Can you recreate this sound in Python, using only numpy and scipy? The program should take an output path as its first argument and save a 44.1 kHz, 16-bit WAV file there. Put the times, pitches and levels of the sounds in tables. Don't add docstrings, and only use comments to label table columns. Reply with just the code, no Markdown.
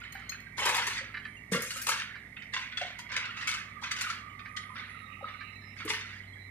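import sys
import numpy as np
from scipy import signal
from scipy.fft import rfft, irfft, next_fast_len
from scipy.io import wavfile
from scipy.ndimage import uniform_filter1d

SR = 44100
rng = np.random.default_rng(int(sys.argv[2]) if len(sys.argv) > 2 else 0)


def store_wav(level_fs):
    pcm = np.round(np.clip(np.atleast_2d(level_fs), -1, 1) * 32767)
    wavfile.write(sys.argv[1], SR, pcm.T.astype(np.int16))


N = 286738
TIME = np.arange(N) / SR
PADDED = next_fast_len(N, True)


def amp(db):
    return 10 ** (np.asarray(db) / 20)


def unit(x):
    return x / np.sqrt(np.mean(x ** 2) + 1e-20)


def read(points, hz):
    f, value = np.transpose(points)
    return np.interp(np.log(hz + 1), np.log(f + 1), value)


def curves(rows):
    s, *columns = np.transpose(rows)
    return [np.interp(TIME, s, c) for c in columns]


def add(mix, s, sound):
    part = mix[..., max(round(s * SR), 0):][..., :sound.shape[-1]]
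    part += sound[..., :part.shape[-1]]


def bins(size):
    return np.fft.rfftfreq(size, 1 / SR)


def drift(rate_hz, size=8192):
    hz = np.fft.rfftfreq(size, N / SR / size)
    lowpass = 1 / (1 + (hz / rate_hz) ** 4)
    slow = unit(irfft(rfft(rng.standard_normal(size)) * lowpass))
    return np.interp(TIME, np.linspace(0, N / SR, size), slow)


def noise(spectrum, channels=1):
    white = rfft(rng.standard_normal((channels, PADDED)))
    return unit(irfft(white * amp(read(spectrum, bins(PADDED))), PADDED)[:, :N])


def causal(db):
    log_gain = np.log(amp(np.maximum(db, -100)))
    circle = np.concatenate([log_gain, log_gain[-2:0:-1]])
    return np.exp(signal.hilbert(circle).conj())[:len(db)]


def band_level(gain, lo_hz, hi_hz):
    hz = bins(2 * len(gain) - 2)
    inside = (hz > lo_hz) * (hz < hi_hz)
    return 10 * np.log10(np.mean(abs(gain) ** 2 * inside) + 1e-20)


def snaps(size, per_s, spread_db):
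    height = amp(spread_db * np.minimum(rng.exponential(1, (2, size)), 4))
    sign = rng.choice([-1, 1], (2, size))
    return height * sign * (rng.random((2, size)) < per_s / SR)


# f/Hz, correlation [0 to 1]
COHERENCE = [(100, 1), (400, .92), (900, .84), (2000, .84), (4000, .58), (7000, .42), (13000, .2)]
# f/Hz, left minus right level/dB
BALANCE = [(400, 0.5), (1000, 3.5), (1700, -4), (2800, -0.5), (3800, 6.5), (5000, 5.5), (8000, 2.5),
           (10000, 7.5), (13000, 9.5)]
LEFT_LEAD_S = .00009


def ports(pair):
    hz, (a, b) = bins(PADDED), rfft(pair, PADDED)
    same = np.clip(read(COHERENCE, hz), 0, 1)
    shared, apart = a * np.sqrt((1 + same) / 2), b * np.sqrt((1 - same) / 2)
    lean = amp(read(BALANCE, hz) / 2)
    lag = np.exp(-2j * np.pi * hz * LEFT_LEAD_S)
    return irfft([(shared + apart) * lean, (shared - apart) / lean * lag], PADDED)[:, :N]


# start t/s, length t/s, starting level/dB (relative),
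# treble re that level/dB (relative)
SLIDES = [(0, 0.0084, -42, -33), (0.12, 0.26, -49, -52), (0.568, 0.13, -33.5, -7), (0.645, 0.29, -34, -7),
          (1.513, 0.013, -37.5, 0), (1.593, 0.4, -45.5, 0), (1.866, 0.056, -35, -5),
          (2.521, 0.087, -40, -11.5), (2.786, 0.084, -40.5, -16), (3.085, 0.2, -38, -24),
          (3.358, 0.078, -39, -13.5), (3.458, 0.13, -44, -6.5), (3.812, 0.015, -36.5, -12),
          (3.973, 0.14, -40, -8), (4.741, 0.05, -40, -27), (5.24, 0.056, -46.5, -45),
          (5.755, 0.12, -44, -14.5), (5.879, 0.037, -38, -4), (6.041, .12, -48.5, -14.5)]
SLIDE_ATTACK_S, SLIDE_SAG_DB_PER_S, SLIDE_STOP_DB_PER_S = 0.015, 10, 135
TRICKLE_DB, TRICKLE_DB_PER_S = -12.5, 37.5
DULLING_DB_PER_S = 41


def slides():
    body, treble = np.full((2, N), 1e-10)
    t = TIME[:SR * 3 // 2]
    for start, length, db, treble_db in SLIDES:
        after = np.maximum(t - length, 0)
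        held = np.minimum(t / SLIDE_ATTACK_S, 1) * amp(db - SLIDE_SAG_DB_PER_S * (t - after))
        rush = held * amp(-SLIDE_STOP_DB_PER_S * after)
        trickle = held * amp(TRICKLE_DB - TRICKLE_DB_PER_S * after)
        add(body, start, rush ** 2 + trickle ** 2)
        add(treble, start, (rush * amp(treble_db - DULLING_DB_PER_S * after)) ** 2)
    return 10 * np.log10(body), 10 * np.log10(treble / body)


# f/Hz, relative level/dB per Hz
WOOD = [(150, -47), (280, -30.5), (450, -18), (560, -12), (660, -30.5), (900, -4), (1400, 2.5), (2100, 5.5),
        (3000, 2), (4200, -2.5), (6500, -9.5), (10400, -34), (15500, -60.5)]
USUAL_SLIDE_DB = -37


def crumble(db, treble, level_db=-5.0, treble_db=-1.0, patch_db=6, clump_db=0.8,
            lumps_db=-15, lumps_per_db=3.0):
    hz, _, z = signal.stft(snaps(N, per_s=5000, spread_db=3.5), SR, nperseg=512)
    patches = uniform_filter1d(rng.standard_normal(z.shape[1:]), size=3, axis=0)
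    patches = unit(uniform_filter1d(patches, size=5, axis=1))
    z = z * amp(read(WOOD, hz)[:, None] + patch_db * np.minimum(patches, 2))
    small, fine, finest = (1 / (1 + (edge_hz / (hz[:, None] + 1)) ** 8) for edge_hz in (950, 4600, 10000))
    masks = (1 - small, small - fine, fine - finest, finest)
    lumps, chunks, grit, dust = (
        unit(signal.istft(z * mask, SR, nperseg=512)[1][:, :N]) for mask in masks)
    deep = amp(lumps_db + lumps_per_db * (db - USUAL_SLIDE_DB))
    bright = amp(treble + treble_db)
    sizes = deep * lumps + chunks + bright * (grit + 1.6 * np.minimum(bright, 1) * dust)
    return amp(db + level_db + clump_db * drift(23.0)) * sizes


# t/s, nominal level/dB, nominal splinter treble re level/dB
CRACKS = [(.592, -30.5, -29), (.615, -29.5, -26), (.625, -28.5, -18), (.6518, -25.5, 2), (.662, -23, -21),
          (.684, -29.5, 3.5), (.697, -32, -18), (.745, -26, 1), (.7642, -31, 3.5), (.779, -26, -12),
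          (.8179, -29, -11), (.8664, -26, 0), (.905, -30.5, -22), (.977, -27.5, -9), (1.5173, -32.5, 3),
          (1.531, -23, -14), (1.556, -27.5, -22), (1.6182, -37.5, 9), (1.7035, -30.5, 0.5), (1.765, -34, 3),
          (1.8148, -37, 9), (1.866, -26, 2.5), (1.8873, -23.5, 2.5), (1.9186, -24.5, -9), (1.94, -33, -16),
          (1.968, -34, -21), (1.994, -29.5, -10), (2.012, -30.5, -33), (2.365, -31, -67), (2.42, -38, -24),
          (2.5353, -24.5, -11), (2.5626, -25.5, -23), (2.718, -31.5, -36), (2.7702, -28, -10),
          (2.8126, -31, -10), (2.9879, -34, -3.5), (3.116, -30.5, -8.5), (3.136, -29.5, -14),
          (3.163, -22.5, -7), (3.195, -36, -9), (3.25, -32.5, -12), (3.368, -36, -11), (3.41, -31.5, -12),
          (3.4715, -24.5, -1.5), (3.487, -27, -2.5), (3.5105, -29.5, -3.5), (3.538, -28, -4.5),
          (3.836, -31.5, -11), (3.91, -24.5, -3.5), (3.961, -31.5, -5), (3.984, -29.5, -6),
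          (4.0093, -24, -0.5), (4.035, -29.5, -23), (4.098, -28.5, -6), (4.39, -33.5, -36.5),
          (4.564, -26.5, -7.5), (4.785, -42, -33), (5.8, -32, -36), (5.848, -50, 8.5), (5.877, -27.5, -18),
          (5.897, -22, -10), (5.9317, -25, -17), (6.008, -32, -15)]
LOW_END_DB, LOW_END_PER_DB = -12.5, 3.5
FRACTURE_S, SMALL_FRACTURE_S = 0.011, 0.0047


def cracks(rows, slide_db, fracture_s, ring_db, level_db=0, treble_db=0, rise_s=0.003, size=8192):
    out, hz, t = np.zeros((2, N)), bins(size), np.arange(size) / SR
    wood = read(WOOD, hz)
    wood = wood - band_level(amp(wood), 1000, 4500)
    usual_treble = band_level(amp(wood), 5000, 15000)
    usual_low = band_level(amp(wood), 400, 1000)
    treble_part = read([(3400, 0.0017), (6500, 0.67), (14000, 2.65)], hz)
    low_part = read([(850, 0.48), (1400, 0.011)], hz)
    force = np.exp(-t / fracture_s) * (1 - np.exp(-t / rise_s))
    for s, db, treble in rows:
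        slide_peak = slide_db[round(s * SR):][:size // 4].max()
        low = LOW_END_DB + LOW_END_PER_DB * (slide_peak - USUAL_SLIDE_DB)
        tear = unit(snaps(size, per_s=4500, spread_db=4.5) * force) * np.sqrt(np.mean(force ** 2))
        ripple = signal.fftconvolve(rng.standard_normal(len(hz)), np.hanning(80), "same")
        ripple = ring_db * unit(ripple) + loose_pieces(hz)
        ripple -= 10 * np.log10(uniform_filter1d(amp(ripple) ** 2, size=260))
        colour = wood + ripple + (treble + treble_db - usual_treble) * treble_part
        colour = colour + (low - usual_low) * low_part
        add(out, s, amp(db + level_db) * irfft(rfft(tear) * causal(colour)))
    return out


def loose_pieces(hz, peak_db=9, width_hz=26, count=22):
    modes = 1300 * 10 ** rng.random((count, 1))
    peaks = 1 / (1 + (2 * (hz - modes) / width_hz) ** 2)
    return 10 * np.log10(1 + amp(peak_db) ** 2 * peaks.sum(0))


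STILL_DB = -54
SMALL_CRACKS_PER_S, SMALL_CRACK_DB, SMALL_CRACK_SPREAD_DB = 55, 5.5, 3.5


def small_cracks(slide_db, slide_treble):
    when, size = rng.random(N), rng.standard_normal(N)
    at = np.flatnonzero((when < SMALL_CRACKS_PER_S / SR) & (slide_db > STILL_DB))
    db = slide_db + SMALL_CRACK_DB + SMALL_CRACK_SPREAD_DB * np.minimum(size, 1)
    return [(i / SR, db[i], slide_treble[i]) for i in at]


# t/s, nominal level/dB, lowest mode f/Hz, extra level of upper modes/dB
THUDS = [(.15, -38, 779, -8), (0.32, -29, 2570, -12), (.587, -27.5, 1030, -8), (.591, -21.5, 2220, -14),
         (.614, -25, 1080, -10), (.655, -32.5, 396, 4), (0.661, -28, 1020, -8), (0.669, -23, 1570, -12),
         (.671, -23.5, 904, -8), (0.696, -30, 919, -8), (.761, -31, 2300, -16), (.765, -29, 783, 4),
         (.778, -28.5, 958, -8), (.875, -42.5, 403, 12), (1.01, -40.5, 544, 4), (1.518, -22, 193.5, 0.5),
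         (1.538, -29, 167, -5), (1.555, -24.5, 1378, -10), (1.555, -30.5, 243, -1), (1.546, -23, 471.4, 0),
         (1.572, -27, 549, 0), (1.633, -36.5, 504, 5), (1.759, -45.5, 535, 17), (1.886, -24.5, 930, -15),
         (1.89, -19.5, 1347, -12), (1.912, -21.5, 1620, -12), (2.563, -24, 1047, -18),
         (2.565, -20, 2860, -18), (2.772, -17, 3387, -18), (2.813, -25, 716, -29.5),
         (2.816, -30.5, 586, -26), (2.99, -37, 967, -1), (3.373, -32, 2540, -12.5), (3.473, -20, 2264, -10),
         (3.837, -26, 3454, -24), (3.911, -23, 2067, -12), (4.01, -29, 1980, -10), (4.066, -24, 1286, -23),
         (4.099, -20, 1346, -53), (4.701, -36, 1030, -6), (5.209, -37, 800, -1.5), (5.225, -34.5, 551, -7),
         (5.242, -21, 1250, -29), (5.28, -35, 1205, -1), (5.286, -34, 3550, -24.5),
         (5.856, -32.5, 436, -30), (5.85, -30.5, 313, -36), (5.898, -33, 425, -17)]
# f re the lowest mode [ratio], relative level/dB
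TIMBER_MODES = [(1, 2), (1.27, -23.5), (2.42, 0.5), (2.75, -31), (5.2, -26)]
RING_S, RING_AT_HZ, RING_SLOPE = 0.06, 480, 0.34
BOUNCE_S, BOUNCE_LOSS_DB = 0.027, 13.5
RATTLE = .3


def thuds(slide_db, level_db=0, rise_s=0.0028, bounce_count=3):
    out, t = np.zeros(N), np.arange(SR // 4) / SR
    for s, db, hz, upper_db in THUDS + strays(slide_db):
        lightness = (hz / RING_AT_HZ) ** RING_SLOPE
        t60 = RING_S / lightness
        ring = np.zeros(len(t))
        for ratio, mode_db in TIMBER_MODES:
            decay_db = mode_db + upper_db * (ratio > 1.1) - 60 * t * np.sqrt(ratio) / t60
            ring += amp(decay_db) * np.sin(2 * np.pi * hz * ratio * t)
        chatter = rng.standard_normal(len(t)) * np.exp(-t / 0.045)
        ring = ring + RATTLE * signal.fftconvolve(ring, chatter / np.linalg.norm(chatter))[:len(t)]
        radiation = signal.butter(4, .72 * hz, "highpass", fs=SR, output="sos")
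        blow = signal.sosfilt(radiation, ring * (1 - np.exp(-t / rise_s)))
        for bounce, uneven in enumerate(rng.uniform(-.1, .1, bounce_count + 1)):
            bounce_db = db + level_db - bounce * BOUNCE_LOSS_DB * lightness
            add(out, s + BOUNCE_S * bounce * (1 + uneven), amp(bounce_db) * blow)
    return out


STRAYS_PER_S, STRAY_DB, STRAY_LOW_HZ, STRAY_HIGH_HZ = 9, -38.5, 1302, 3296
TUMBLES_PER_S, TUMBLE_DB = 30, 10


def strays(slide_db, spread_db=4, upper_db=-14):
    when, size, pitch = rng.random((3, N))
    per_s = np.where(slide_db > STILL_DB, TUMBLES_PER_S, STRAYS_PER_S)
    db = np.maximum(STRAY_DB, slide_db + TUMBLE_DB) + spread_db * (2 * size - 1)
    hz = STRAY_LOW_HZ * (STRAY_HIGH_HZ / STRAY_LOW_HZ) ** pitch
    return [(i / SR, db[i], hz[i], upper_db) for i in np.flatnonzero(when < per_s / SR)]


# t/s, relative level/dB
KNOCKS = [(0.153, -2.5), (.19, -7.5), (0.319, -1), (1.141, 2), (1.168, 3), (1.251, -0.5), (2.154, -2.5),
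          (4.458, -3), (4.874, -12), (5.285, -8), (5.408, -2)]
# f/Hz, relative level/dB, t60/s
BUCKET_MODES = [(1200, -18.5, 0.24), (1610, -9, 0.052), (1753, -1, 0.039), (1846, 0.5, 0.019),
                (2070, -4, 0.035), (2303, -5.5, 0.056), (2570, -24, 0.14), (2930, -16, 0.075),
                (3906, -11, 0.026), (4450, -18.5, 0.025)]


def knocks(level_db=-40, left_db=-2, scrape_s=0.02, size=16384):
    out, t = np.zeros((2, N)), np.arange(size) / SR
    ring = sum(amp(db - 60 * t / t60) * np.sin(2 * np.pi * hz * t) for hz, db, t60 in BUCKET_MODES)
    band = signal.butter(4, [1100, 5000], "bandpass", fs=SR, output="sos")
    for s, db in KNOCKS:
        scrape = signal.sosfilt(band, rng.standard_normal(size) * np.exp(-t / scrape_s))
        blow = signal.fftconvolve(ring, scrape / np.linalg.norm(scrape))[:size]
        add(out, s, amp(level_db + db) * blow)
    return out * amp([[left_db], [0]])


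# t/s, relative level/dB
CLINKS = [(0.002, -21.5), (0.123, -8.5), (.195, -21.5), (0.293, 1), (0.402, -14.5), (2.987, -10)]
# nominal f/Hz, relative level/dB, t60/s
TAP_MODES = [(3130, -1.5, 0.13), (4243, 0, 0.15), (5130, -8, 0.14), (6560, 6, 0.039), (7230, -6, 0.11),
             (8920, -4.5, .1), (9920, -12.5, 0.22), (12060, -9, 0.16), (15300, -12, 0.18)]


def clinks(level_db=-39.5, beat_hz=45, contact_s=0.0035, uneven_db=3):
    out, t = np.zeros((2, N)), np.arange(SR // 2) / SR
    for s, db in CLINKS:
        ring = np.zeros((2, len(t)))
        for hz, mode_db, t60 in TAP_MODES:
            decay = amp(mode_db + uneven_db * rng.uniform(-1.2, 1) - 60 * t / t60)
            pair_hz = hz + beat_hz * rng.standard_normal((2, 2, 1))
            ring += (decay * np.sin(2 * np.pi * pair_hz * t)).mean(1)
        chatter = rng.standard_normal((2, len(t))) * np.exp(-t / contact_s)
        tap = signal.fftconvolve(ring, chatter / np.linalg.norm(chatter[0]), axes=1)
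        add(out, s, amp(level_db + db) * tap)
    return out


# f/Hz, t60/s
ECHO_DECAY = [(200, 0.2), (800, 0.35), (2000, 0.69), (5500, 0.25), (12000, 0.21)]


def yard(x, gap_s=0.0054):
    taps = rng.choice([-1., 1.], (2, SR)) * (rng.random((2, SR)) < 2500 / SR)
    hz, t, z = signal.stft(taps, SR, nperseg=256)
    decay = amp(-60 * t / read(ECHO_DECAY, hz)[:, None])
    tail = signal.istft(z * decay, SR, nperseg=256)[1]
    tail *= 1 - np.exp(-(np.arange(tail.shape[1]) / SR / gap_s) ** 2)
    return signal.fftconvolve(x, tail / np.linalg.norm(tail[0]), axes=1)[:, :N]


# t/s, mean firing rate f/Hz, firing tone level/dB, reference level of the overtones/dB
DIESEL = [(0, 100, -60, -68), (1.3, 101.5, -59, -64), (1.9, 100.9, -61, -68), (2.7, 101.7, -63.5, -70),
          (3.4, 98.95, -59.5, -66.5), (4.5, 98.7, -58.5, -68.5), (5.1, 97.27, -57.5, -70),
          (5.8, 98, -54, -66), (6.5, 96.87, -53, -69)]
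# multiple of the six-cylinder cycle [ratio], level re the overtone reference/dB
ORDERS = [(7, -6), (8, -9), (9, -2), (10, -8), (11, -5), (12, -3), (13, -9), (14, -4), (15, -3), (18, -7),
          (24, -8)]
# mean f/Hz, level before its fade/dB
DRONE = [(58.8, -61.5), (117.6, -66)]


def engine():
    hz, firing_db, overtone_db = curves(DIESEL)
    turns = np.cumsum(hz * (1 + .002 * drift(4))) / SR
    out = amp(firing_db + .6 * drift(5)) * np.sin(2 * np.pi * turns)
    for order, db in ORDERS:
        cycle = order * turns / 6
        out += amp(overtone_db + db + 2 * drift(6)) * np.sin(2 * np.pi * (cycle + rng.random()))
    fade_db = np.interp(TIME, [0, 1.7, 3.9, 4.6, 6.5], [2.0, -3.5, -1.5, -5.0, -3.5])
    for hum_hz, db in DRONE:
        hum_turns = np.cumsum(hum_hz * (1 + .007 * drift(3))) / SR
        out += amp(db + fade_db + drift(4)) * np.sin(2 * np.pi * hum_turns)
    return np.sqrt(2) * out


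def whistle(hz, width_hz):
    turn = 2 * np.pi * np.cumsum(hz * (1 + .004 * drift(12))) / SR
    swell = amp(2 * drift(12))
    return unit(swell * (drift(width_hz) * np.cos(turn) + drift(width_hz) * np.sin(turn)))


# t/s, mean pitch f/Hz, level before panning/dB
PUMP = [(0, 1186, -72), (2.9, 1212, -77), (3.4, 1218, -55.5), (4.45, 1194, -56.5), (4.85, 1252, -57),
        (5.35, 1227, -56), (5.6, 1252, -66), (6.5, 1226, -77)]
# start t/s, end t/s, start f/Hz, end f/Hz, fuzz width f/Hz,
# nominal level of the louder side/dB, left minus right level/dB
SQUEALS = [(1.22, 1.368, 3120, 3130, 80, -56, -1), (1.241, 1.411, 9470, 9580, 111.1, -65.5, 18),
           (4.455, 5.048, 9950, 10300, 161.5, -68.5, -25), (4.688, 5.808, 2593, 2670, 330, -53, -32),
           (4.74, 5.81, 3785, 3800, 69, -60, -13), (4.783, 5.089, 3940, 3900, 280.8, -61.5, -15),
           (5.218, 5.763, 4100, 4000, 80, -59.5, -27), (5.61, 5.77, 5200, 5290, 130, -66, -15),
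           (6.269, 6.493, 4110, 3960, 109, -58, -31)]


def hydraulics(left_db=-18, right_db=9.0, width_hz=70, stutter_db=4.5):
    hz, db = curves(PUMP)
    whine = amp(db) * whistle(hz, width_hz=width_hz) * amp([[left_db], [right_db]])
    for start, end, from_hz, to_hz, fuzz_hz, squeal_db, pan_db in SQUEALS:
        progress = np.clip((TIME - start) / (end - start), 0, 1)
        swell = np.sqrt(abs(np.sin(np.pi * progress)))
        swell = swell * amp(stutter_db * np.minimum(drift(6.6), 1))
        glide = np.interp(TIME, [start, end], [from_hz, to_hz])
        sides = amp(squeal_db + np.minimum([[pan_db], [-pan_db]], 0))
        whine += sides * swell * whistle(glide, width_hz=fuzz_hz)
    return whine


# f/Hz, relative level/dB per Hz
WASH = [(25, -13), (33, -13), (42, -5), (95, -4), (140, 0), (255, 1), (295, -10), (450, -12), (950, -12),
        (2000, -19), (3300, -19), (4200, -26), (11000, -30.5), (15500, -39)]
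# f/Hz, relative level/dB per Hz
HISS = [(1100, -41), (1450, -25), (1620, -48), (1820, 17), (2100, 18.5), (2350, 6.5), (2550, -14),
        (2900, -35), (3200, -29), (4500, -40)]
WHIR_HZ = (1953, 2096, 2258)


def background(hiss_db=-51.0, flutter_db=3.0, wash_db=-59, whir_db=-55.5, wander=0.011):
    wash = amp(wash_db) * noise(WASH, channels=2)
    hiss = amp(hiss_db + flutter_db * drift(46)) * noise(HISS)
    speed = 1 + wander * drift(4)
    whir = amp(whir_db) * sum(whistle(hz * speed, width_hz=39) for hz in WHIR_HZ)
    return ports(wash) + (hiss + whir) * amp([[-32], [0]])


def scene(echo_db=-6.5, thud_echo_db=-11):
    machine = engine() + hydraulics() + background()
    slide_db, slide_treble = slides()
    heavy = ports(thuds(slide_db) * [[1], [0]]) + knocks()
    boards = cracks(CRACKS, slide_db, FRACTURE_S, ring_db=4.0)
    laths = cracks(small_cracks(slide_db, slide_treble), slide_db, SMALL_FRACTURE_S, ring_db=15.5)
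    debris = clinks() + crumble(slide_db, slide_treble) + boards + laths
    echoes = amp(echo_db) * yard(debris) + amp(thud_echo_db) * yard(heavy)
    return ports(debris + echoes) + heavy + machine


EDGE_HZ = 15650


def record(dry, threshold_db=-42.0, depth_db=-8):
    left, right = dry
    band = signal.butter(3, [950, 3700], "bandpass", fs=SR, output="sos")
    mids = signal.sosfiltfilt(band, left)
    power = abs(uniform_filter1d(mids ** 2, size=1024))
    quiet = 1 / (1 + power / amp(threshold_db) ** 2)
    pair = np.array([left + mids * (amp(depth_db * quiet) - 1), right])
    lowpass = signal.firwin(511, EDGE_HZ, window=("kaiser", 9), fs=SR)
    return signal.oaconvolve(pair, lowpass[None], "same")


dry = scene()
out = record(dry)
store_wav(out)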